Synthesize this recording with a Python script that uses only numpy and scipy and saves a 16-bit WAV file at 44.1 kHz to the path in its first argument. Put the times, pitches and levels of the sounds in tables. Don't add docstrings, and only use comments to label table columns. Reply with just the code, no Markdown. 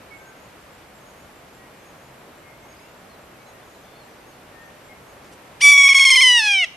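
import sys
import numpy as np
from scipy import signal
from scipy.fft import rfft, irfft
from scipy.io import wavfile
from scipy.ndimage import uniform_filter1d

SR = 44100
rng = np.random.default_rng(int(sys.argv[2]) if len(sys.argv) > 2 else 0)


def wrap_up_sound(samples):
    columns = np.atleast_2d(samples).T
    tamed = np.clip(columns, -1, 1)
    steps = np.round(tamed * 32767).astype(np.int16)
    wavfile.write(sys.argv[1], SR, steps)


def elevation(decibels):
    levels = np.asarray(decibels, float)
    return 10 ** (levels / 20)


N = 298116
T = np.arange(N) / SR
START_S, CLOSE_S, CLOSE_LENGTH_S = 5.604, 6.642, .019


def lookup(table, hz):
    f, db = np.transpose(table)
    return np.interp(np.log(np.maximum(hz, 1)), np.log(f), db)


def unit(x):
    return x / np.sqrt(np.mean(x ** 2))


def colour(x, *tables):
    hz = np.arange(len(x) // 2 + 1) * SR / len(x)
    return irfft(rfft(x) * elevation(sum(lookup(t, hz) for t in tables)), len(x))


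def walk(rate, size=N):
    k = max(int(SR / rate), 1)
    return unit(uniform_filter1d(uniform_filter1d(rng.standard_normal(size), k), k))


def pan(x, db):
    return x * elevation(np.array([[db / 2], [-db / 2]]))


def step(t, at, width):
    return 1 / (1 + np.exp(-np.clip((t - at) / width, -30, 30)))


def opening(t):
    return step(t, 5.635, .005)


# (time [s], pitch before the voice break [Hz], level [dB], brightness [dB], breath [dB])
EFFORT = [
    (5.69, 1145, -6.7, 3, -25),
    (5.76, 1122, -9.3, -2, -35),
    (5.9, 1100, -8.3, -2, -32),
    (6.04, 1073, -10.5, -0.5, -29),
    (6.185, 1000, -10.5, 0.5, -25),
    (6.255, 1012, -11.5, 0, -26),
    (6.37, 952, -12.5, -5, -27),
    (6.52, 870, -14, -7.5, -27),
    (6.645, 778, -18, -11, -31),
]


def scream(t):
    s, *columns = np.transpose(EFFORT)
    hz, db, bright_db, breath_db = (np.interp(t, s, c) for c in columns)
    age = t - START_S
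    thin = 1 - opening(t)
    break_s, break_width_s, recover_s = 6.396, .008, .07
    broken = step(t, break_s, break_width_s)
    weak = step(t - .01, break_s, break_width_s) * np.exp(-np.maximum(t - break_s, 0) / recover_s)
    closing = (np.maximum(t - CLOSE_S, 0) / CLOSE_LENGTH_S) ** 2
    scoop_hz, scoop_s, overshoot_hz, settle_s = 400, .017, 22, .014
    hz = hz - scoop_hz * np.maximum(1 - age / scoop_s, 0)
    hz = hz + overshoot_hz * np.exp(-abs(age - scoop_s) / settle_s)
    flick_hz, flick_s, floor_hz = 45, .016, 570
    hz = np.maximum(hz - 62 * broken - flick_hz * np.exp((t - CLOSE_S) / flick_s), floor_hz)
    swell_db = -33 * np.exp(-age / .006)
    db = db + swell_db - 8 * thin - 10 * weak - 50 * closing
    bright_db = bright_db - 16 * np.exp(-age / .008) + 5 * thin - 12 * closing
    return hz, db, bright_db, breath_db + 6 * (weak + closing)


# (time [s], depth [dB], pitch leap [Hz], raised shelf after it [Hz])
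TRILL_CATCHES = [(5.714, -2.5, 25, 8), (5.774, -4, 44, 8), (5.83, -4, 40, 10), (5.886, -6, 130, 15),
                 (5.9405, -25, 60, 15), (5.992, -5, 146, 22), (6.048, -8, 120, 33), (6.1005, -6, 140, 42),
                 (6.154, -4.5, 150, 50), (6.2115, -3, 167, 68), (6.262, -1, 15, 12)]


def trill(t, hz, db):
    shelf_s, lead_s, rebound_db, rebound_s, arch = .019, .014, 1.5, .025, .25
    choke_db = 0
    for at, depth_db, leap_hz, shelf_hz in TRILL_CATCHES:
        d = t - at
        half = .003 - .00006 * depth_db
        db = db + rebound_db * step(d, half, .001) * np.exp(-np.maximum(d, 0) / rebound_s)
        creep = np.exp(np.minimum(d, 0) / lead_s)
        hold = np.where(d < 0, creep, 1 - step(d, shelf_s, .0012))
        hz = hz + leap_hz * np.exp(-(d / (.8 * half)) ** 2) + shelf_hz * hold
        closure = np.exp(-abs(d / half) ** 3.0)
        sag = np.exp(-abs(d) / np.where(d < 0, .02, .004))
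        choke_db = choke_db + depth_db * (closure + arch * sag)
    return hz, db, choke_db


# (frequency [Hz], level [dB])
THROAT_TONE = [(700, -32.5), (1150, -31.5), (1480, -38.5), (1680, -21.5), (2320, -8.5), (2620, -19.5),
               (2900, -10), (3450, -19), (4300, -23), (5300, -19.5), (6500, -27.5), (7300, -39.5),
               (8700, -29), (13000, -54.5)]


def parrot():
    inside = (T > START_S) & (T < CLOSE_S + CLOSE_LENGTH_S)
    t = T[inside]
    size = len(t)
    glide_hz, db, bright_db, breath_db = scream(t)
    hz, db, choke_db = trill(t, glide_hz * (1 + .0026 * walk(137, size)), db)
    hz = hz * (1 + .004 * choke_db * walk(900, size))
    phase = 2 * np.pi * np.cumsum(hz) / SR
    wandering_hz = 4720 + 40 * walk(9, size)
    sliding_hz = np.interp(t, [5.82, 6.2], [4490, 4040])
    opened, bright_hz, twist = opening(t), 4000, .1
    tones, power = 0, 0
    for k in range(1, 21):
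        ratio = bright_hz / (k * glide_hz)
        tilt_db = bright_db * (1 / (1 + ratio ** 6) + .47 / (1 + (2 * ratio) ** 6))
        power = power + elevation(lookup(THROAT_TONE, k * glide_hz) + tilt_db) ** 2 / 2
        notch = np.exp(-((k * hz - wandering_hz) / 250) ** 2) + np.exp(-((k * hz - sliding_hz) / 110) ** 2)
        notch = notch * opened + .45 * np.exp(-((k * hz - 3480) / 120) ** 2)
        flicker_db, rasp_db = .26 * walk(40, size), .29 * walk(400, size)
        own_db = (k + 10 * notch) * (flicker_db + rasp_db)
        own_db = own_db + choke_db * (1 + .41 * (2 < k < 6))
        gain = elevation(lookup(THROAT_TONE, k * hz) + tilt_db - 14 * notch + own_db) * (k * hz < 14000)
        tones = tones + gain * np.cos(k * phase - twist * k ** 2)
    air = rng.standard_normal(size) * (1 + .7 * np.cos(phase))
    air_tone = [(1500, 4.5), (2300, -8.5), (3700, 5.5), (4150, -14), (4700, 6.5), (9000, 10)]
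    breath = unit(colour(air, THROAT_TONE, air_tone))
    breath_gain = elevation(breath_db + .34 * bright_db - .35 * choke_db)
    out = np.zeros(N)
    out[inside] = elevation(db) * (tones / np.sqrt(power) + breath_gain * breath)
    return out


# (frequency [Hz], level per Hz [dB])
FUZZ_TONE = [(800, -27), (1150, -22), (1350, -33), (1600, -18), (2300, -17), (3400, -4), (3900, -9),
             (4150, -30), (4500, -12), (5800, -8), (7300, -15), (8800, -8), (10800, -19.5), (13500, -25)]
# (frequency [Hz], level [dB])
FUZZ_APART = [(10600, 0), (11200, -25)]


def fuzz(call, db=-23, frame_s=0.022, slope=1.3):
    k = int(frame_s * SR)
    bright = colour(call, [(2500, -2), (6000, 14)])
    smooth = uniform_filter1d(uniform_filter1d(bright ** 2, k), k // 2)
    loud = np.sqrt(np.maximum(smooth, 0))
    both = rng.standard_normal(N)
    sides = [colour(rng.standard_normal(N), FUZZ_APART) + .33 * both for _ in range(2)]
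    hiss = np.array([unit(colour(side, FUZZ_TONE)) for side in sides])
    return elevation(db) * np.abs(call).max() / 2 * (loud / loud.max()) ** slope * hiss


def bush(x, db, t60_s, gap_s):
    t = T[:SR]
    tail = rng.standard_normal((2, SR)) * elevation(-60 * t / t60_s) * (t > gap_s)
    leaf_tone = [(1500, 3), (2300, -2.5), (4000, 5.5), (10000, 4)]
    tail = np.array([colour(unit(c), leaf_tone) for c in tail]) / np.sqrt(SR)
    return elevation(db) * signal.fftconvolve(np.atleast_2d(x), tail, axes=1)[:, :N]


def songbirds(notes, wobble, lift_db, echo_db):
    out = np.zeros((2, N))
    shake, swell = walk(61), walk(40)
    for at, length, hz0, hz1, db, pan_db in notes:
        i = slice(int(at * SR), int((at + length) * SR))
        u = (T[i] - at) / length
        hz = (hz0 + (hz1 - hz0) * u) * (1 + wobble * shake[i])
        shape = np.sqrt(np.sin(np.pi * np.clip(u, 0, 1) ** .85))
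        shape = shape * elevation(db + lift_db + 1.2 * swell[i])
        out[:, i] += pan(shape * np.sin(2 * np.pi * np.cumsum(hz) / SR), pan_db)
    return out + bush(out.mean(0), db=echo_db, t60_s=.6, gap_s=.02)


# (time [s], pitch [Hz], level [dB])
WARBLER_PHRASES = [(.195, 6690, -62), (1.0, 6660, -62.5), (1.795, 6610, -62), (2.625, 6540, -59.5),
                   (3.405, 6520, -63.4), (4.21, 6560, -65), (5.02, 6600, -64)]
SLIDE_DELAYS = [.165, .14, .175, .155, .23]
# (time [s], pitch [Hz], level [dB])
HIGH_PIPS = [(.15, 7520, -66), (.59, 7487, -72), (.72, 7500, -69.5), (.945, 7475, -67), (1.35, 7440, -67),
             (1.525, 7400, -68), (1.76, 7530, -72), (2.17, 7330, -69), (2.35, 7380, -68), (2.6, 7500, -69),
             (2.96, 7360, -71), (3.2, 7480, -70), (3.43, 7500, -71), (3.79, 7300, -72),
             (4.025, 7440, -69.5), (4.6, 7330, -67.5), (4.835, 7420, -68.5)]


def warbler():
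    notes = []
    for at, hz, db in WARBLER_PHRASES:
        notes.append((at, .05, hz - 290, hz - 250, db - 6.5, .7))
        notes.append((at + .055, .065, hz, hz + 10, db, .7))
    for (at, _, _), delay in zip(WARBLER_PHRASES, SLIDE_DELAYS):
        notes.append((at + delay, .15, 6510, 6950, -68.5, .7))
    for at, hz, db in HIGH_PIPS:
        notes.append((at, .058, hz + 15, hz - 15, db, -4))
    return songbirds(notes, wobble=.0061, lift_db=4.5, echo_db=-11)


# (time [s], length [s], pitch [Hz], level [dB], left minus right [dB])
LOW_WHISTLES = [(0.105, 0.076, 2211, -50, -11), (0.23, 0.037, 2213, -62, -6.3),
                (0.175, 0.19, 1560, -57.5, 12), (1.555, 0.125, 1905, -61.5, -4.6), (1.7, .17, 2400, -65, 0),
                (2.425, 0.12, 2147, -55, 6), (2.62, 0.05, 2150, -59, -6.6), (3.38, 0.1, 2260, -61.4, 5.2),
                (3.52, 0.1, 1895, -63, 7), (4.525, 0.175, 1823, -53.5, 8), (4.885, 0.065, 2150, -51.9, 8),
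                (5.93, .12, 1565, -45, 12)]


def whistlers():
    notes = [(at, s, hz + 7, hz - 7, db, pan_db) for at, s, hz, db, pan_db in LOW_WHISTLES]
    return songbirds(notes, wobble=.0042, lift_db=4.5, echo_db=-3.5)


# (time [s], length [s], start pitch [Hz], end pitch [Hz], level [dB])
GLIDING_CHIRPS = [(2.82, .08, 2650, 2820, -63), (2.95, 0.04, 4747, 4676, -70.6),
                  (3.095, 0.068, 4350, 3940, -61), (3.34, .03, 2600, 2480, -61.5),
                  (3.41, .03, 3950, 4100, -70.5), (3.46, 0.045, 4141, 3990, -62.5),
                  (3.615, 0.03, 3514, 3567, -64), (3.74, 0.035, 4129, 3841, -63.9),
                  (3.815, 0.045, 6592, 5887, -69), (3.82, 0.2, 3520, 3490, -67),
                  (3.95, 0.035, 4137, 4530, -62), (3.972, .03, 4470, 4500, -69),
                  (3.985, 0.065, 4567, 3980, -64), (4.08, 0.06, 6394, 5600, -69),
                  (4.125, .03, 5200, 5050, -69.5), (4.15, 0.07, 4947, 4728, -72),
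                  (4.31, 0.055, 4378, 4427, -67), (4.62, 0.075, 5940, 6230, -72.6)]


def chirpers():
    notes = [(*row, 3) for row in GLIDING_CHIRPS]
    return songbirds(notes, wobble=.005, lift_db=4.5, echo_db=-11)


# (time [s], start pitch [Hz], end pitch [Hz], level [dB])
PAIRED_TICKS = [(2.704, 5050, 4950, -62), (2.724, 5050, 4850, -57), (2.767, 4850, 5100, -58),
                (2.788, 4950, 5100, -54), (2.822, 5050, 5150, -64), (2.853, 5050, 5100, -64)]


def tickers():
    notes = [(at, .009, hz0, hz1, db, 0) for at, hz0, hz1, db in PAIRED_TICKS]
    return songbirds(notes, wobble=.002, lift_db=3.0, echo_db=-9)


# (time [s], length [s], centre [Hz], width [Hz],
# level [dB])
GRAVEL_SCUFFS = [
    (2.29, 0.06, 450, 400, -47),
    (2.661, .03, 600, 500, -47),
    (5.262, .06, 5000, 4000, -58),
    (5.333, 0.027, 6000, 6000, -52),
    (5.653, 0.086, 400, 650, -47),
]


def scuffs():
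    out, grit = 0, rng.standard_normal(N) * elevation(1.8 * rng.exponential(size=N))
    for at, length, hz, width_hz, db in GRAVEL_SCUFFS:
        low_hz, high_hz = hz - width_hz / 2, hz + width_hz / 2
        band = unit(colour(grit, [(low_hz / 4, -40), (low_hz, 0), (high_hz, 0), (high_hz * 3, -40)]))
        out = out + elevation(db) * band * np.exp(-((T - at) / (length / 2)) ** 2)
    return out


# (frequency [Hz], level per Hz [dB])
STREAM_TONE = [(15, -37), (25, -12), (64, -3), (243, -2.5), (347, -3), (609, -2), (710, -3.5), (2360, -12),
               (4140, -20.5), (6070, -24.5), (6720, -25), (7830, -26), (11200, -27.5), (14600, -51),
               (22000, -120)]
# (frequency [Hz], side minus mid [dB])
STREAM_WIDTH = [(60, -21), (110, -19), (200, -12.5), (370, -10.5), (670, -6.5), (1220, -3), (2220, -4.5),
                (4060, -2.5), (7410, 0.5), (13500, -4.5)]


def stream(level_db=-47, swell_db=0.34, flicker_db=.5):
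    mid = colour(rng.standard_normal(N), STREAM_TONE)
    side = colour(rng.standard_normal(N), STREAM_TONE, STREAM_WIDTH)
    out, swell = 0, walk(0.97)
    octave = np.log2(np.maximum(np.arange(N // 2 + 1) * SR / N, 1) / 20)
    for k in range(11):
        share = np.clip(1 - abs(octave - k), 0, 1)
        pair = irfft(rfft([mid + side, mid - side]) * share, N)
        out = out + pair * elevation(swell_db * swell + flicker_db * walk(7.9))
    return out * elevation(level_db) / np.std(mid)


# (frequency [Hz], level [dB])
TOP_HISS = [(11100, -40), (11400, 0), (13800, 1), (13900, -40)]


def camcorder(duty=0.27, grain_db=0.5):
    turn = (T * 31.24) % 1
    burst = np.exp(-((turn - .5) / (duty / 2)) ** 2)
    whine = unit(burst * np.sin(2 * np.pi * 8969 * T))
    hum = np.sqrt(2) * np.sin(2 * np.pi * 128.5 * np.cumsum(1 + .02 * walk(5)) / SR)
    drive = np.sqrt(2) * np.sin(2 * np.pi * 5785 * np.cumsum(1 + .003 * walk(8)) / SR)
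    both, apart = rng.standard_normal((2, N)) * elevation(grain_db * walk(170))
    top = np.array([colour(both + .15 * apart, TOP_HISS), colour(both - .15 * apart, TOP_HISS)])
    tones = elevation(-75) * whine + elevation(-68.5 + 5.0 * walk(7.3)) * hum + elevation(-79.5 + 3 * walk(2.6)) * drive
    return tones + elevation(-67) * unit(top)


def duck(call, depth_db=-6.0, wait_s=0.08, attack_s=.1, ease_s=0.33):
    since = np.maximum(T - T[np.nonzero(call)[0][0]] - wait_s, 0)
    pull = (1 - np.exp(-since / attack_s)) * (0.2 + 0.83 * np.exp(-since / ease_s))
    return elevation(depth_db * 2 * pull)


def scene():
    call = parrot()
    right_tone = [(1500, 0), (2300, .6), (5000, 0), (8000, -1.5), (11000, 0)]
    near = np.array([call, colour(call, right_tone)])
    birds = warbler() + whistlers() + chirpers() + tickers()
    back = stream() + birds + scuffs() + camcorder()
    echo = bush(call, db=-18.5, t60_s=0.54, gap_s=.004)
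    return near + fuzz(call) + echo + duck(call) * back


def band_limit(x):
    return signal.sosfilt(signal.butter(12, 14130, fs=SR, output="sos"), x)


# (frequency [Hz], level [dB])
TOP_CUT = [(13350, 0), (13620, -9), (13720, -60)]


def record(dry):
    cut = np.array([colour(c, TOP_CUT) for c in np.clip(dry, -.9, .9)])
    return band_limit(cut)


dry = scene()
out = record(dry)
wrap_up_sound(out)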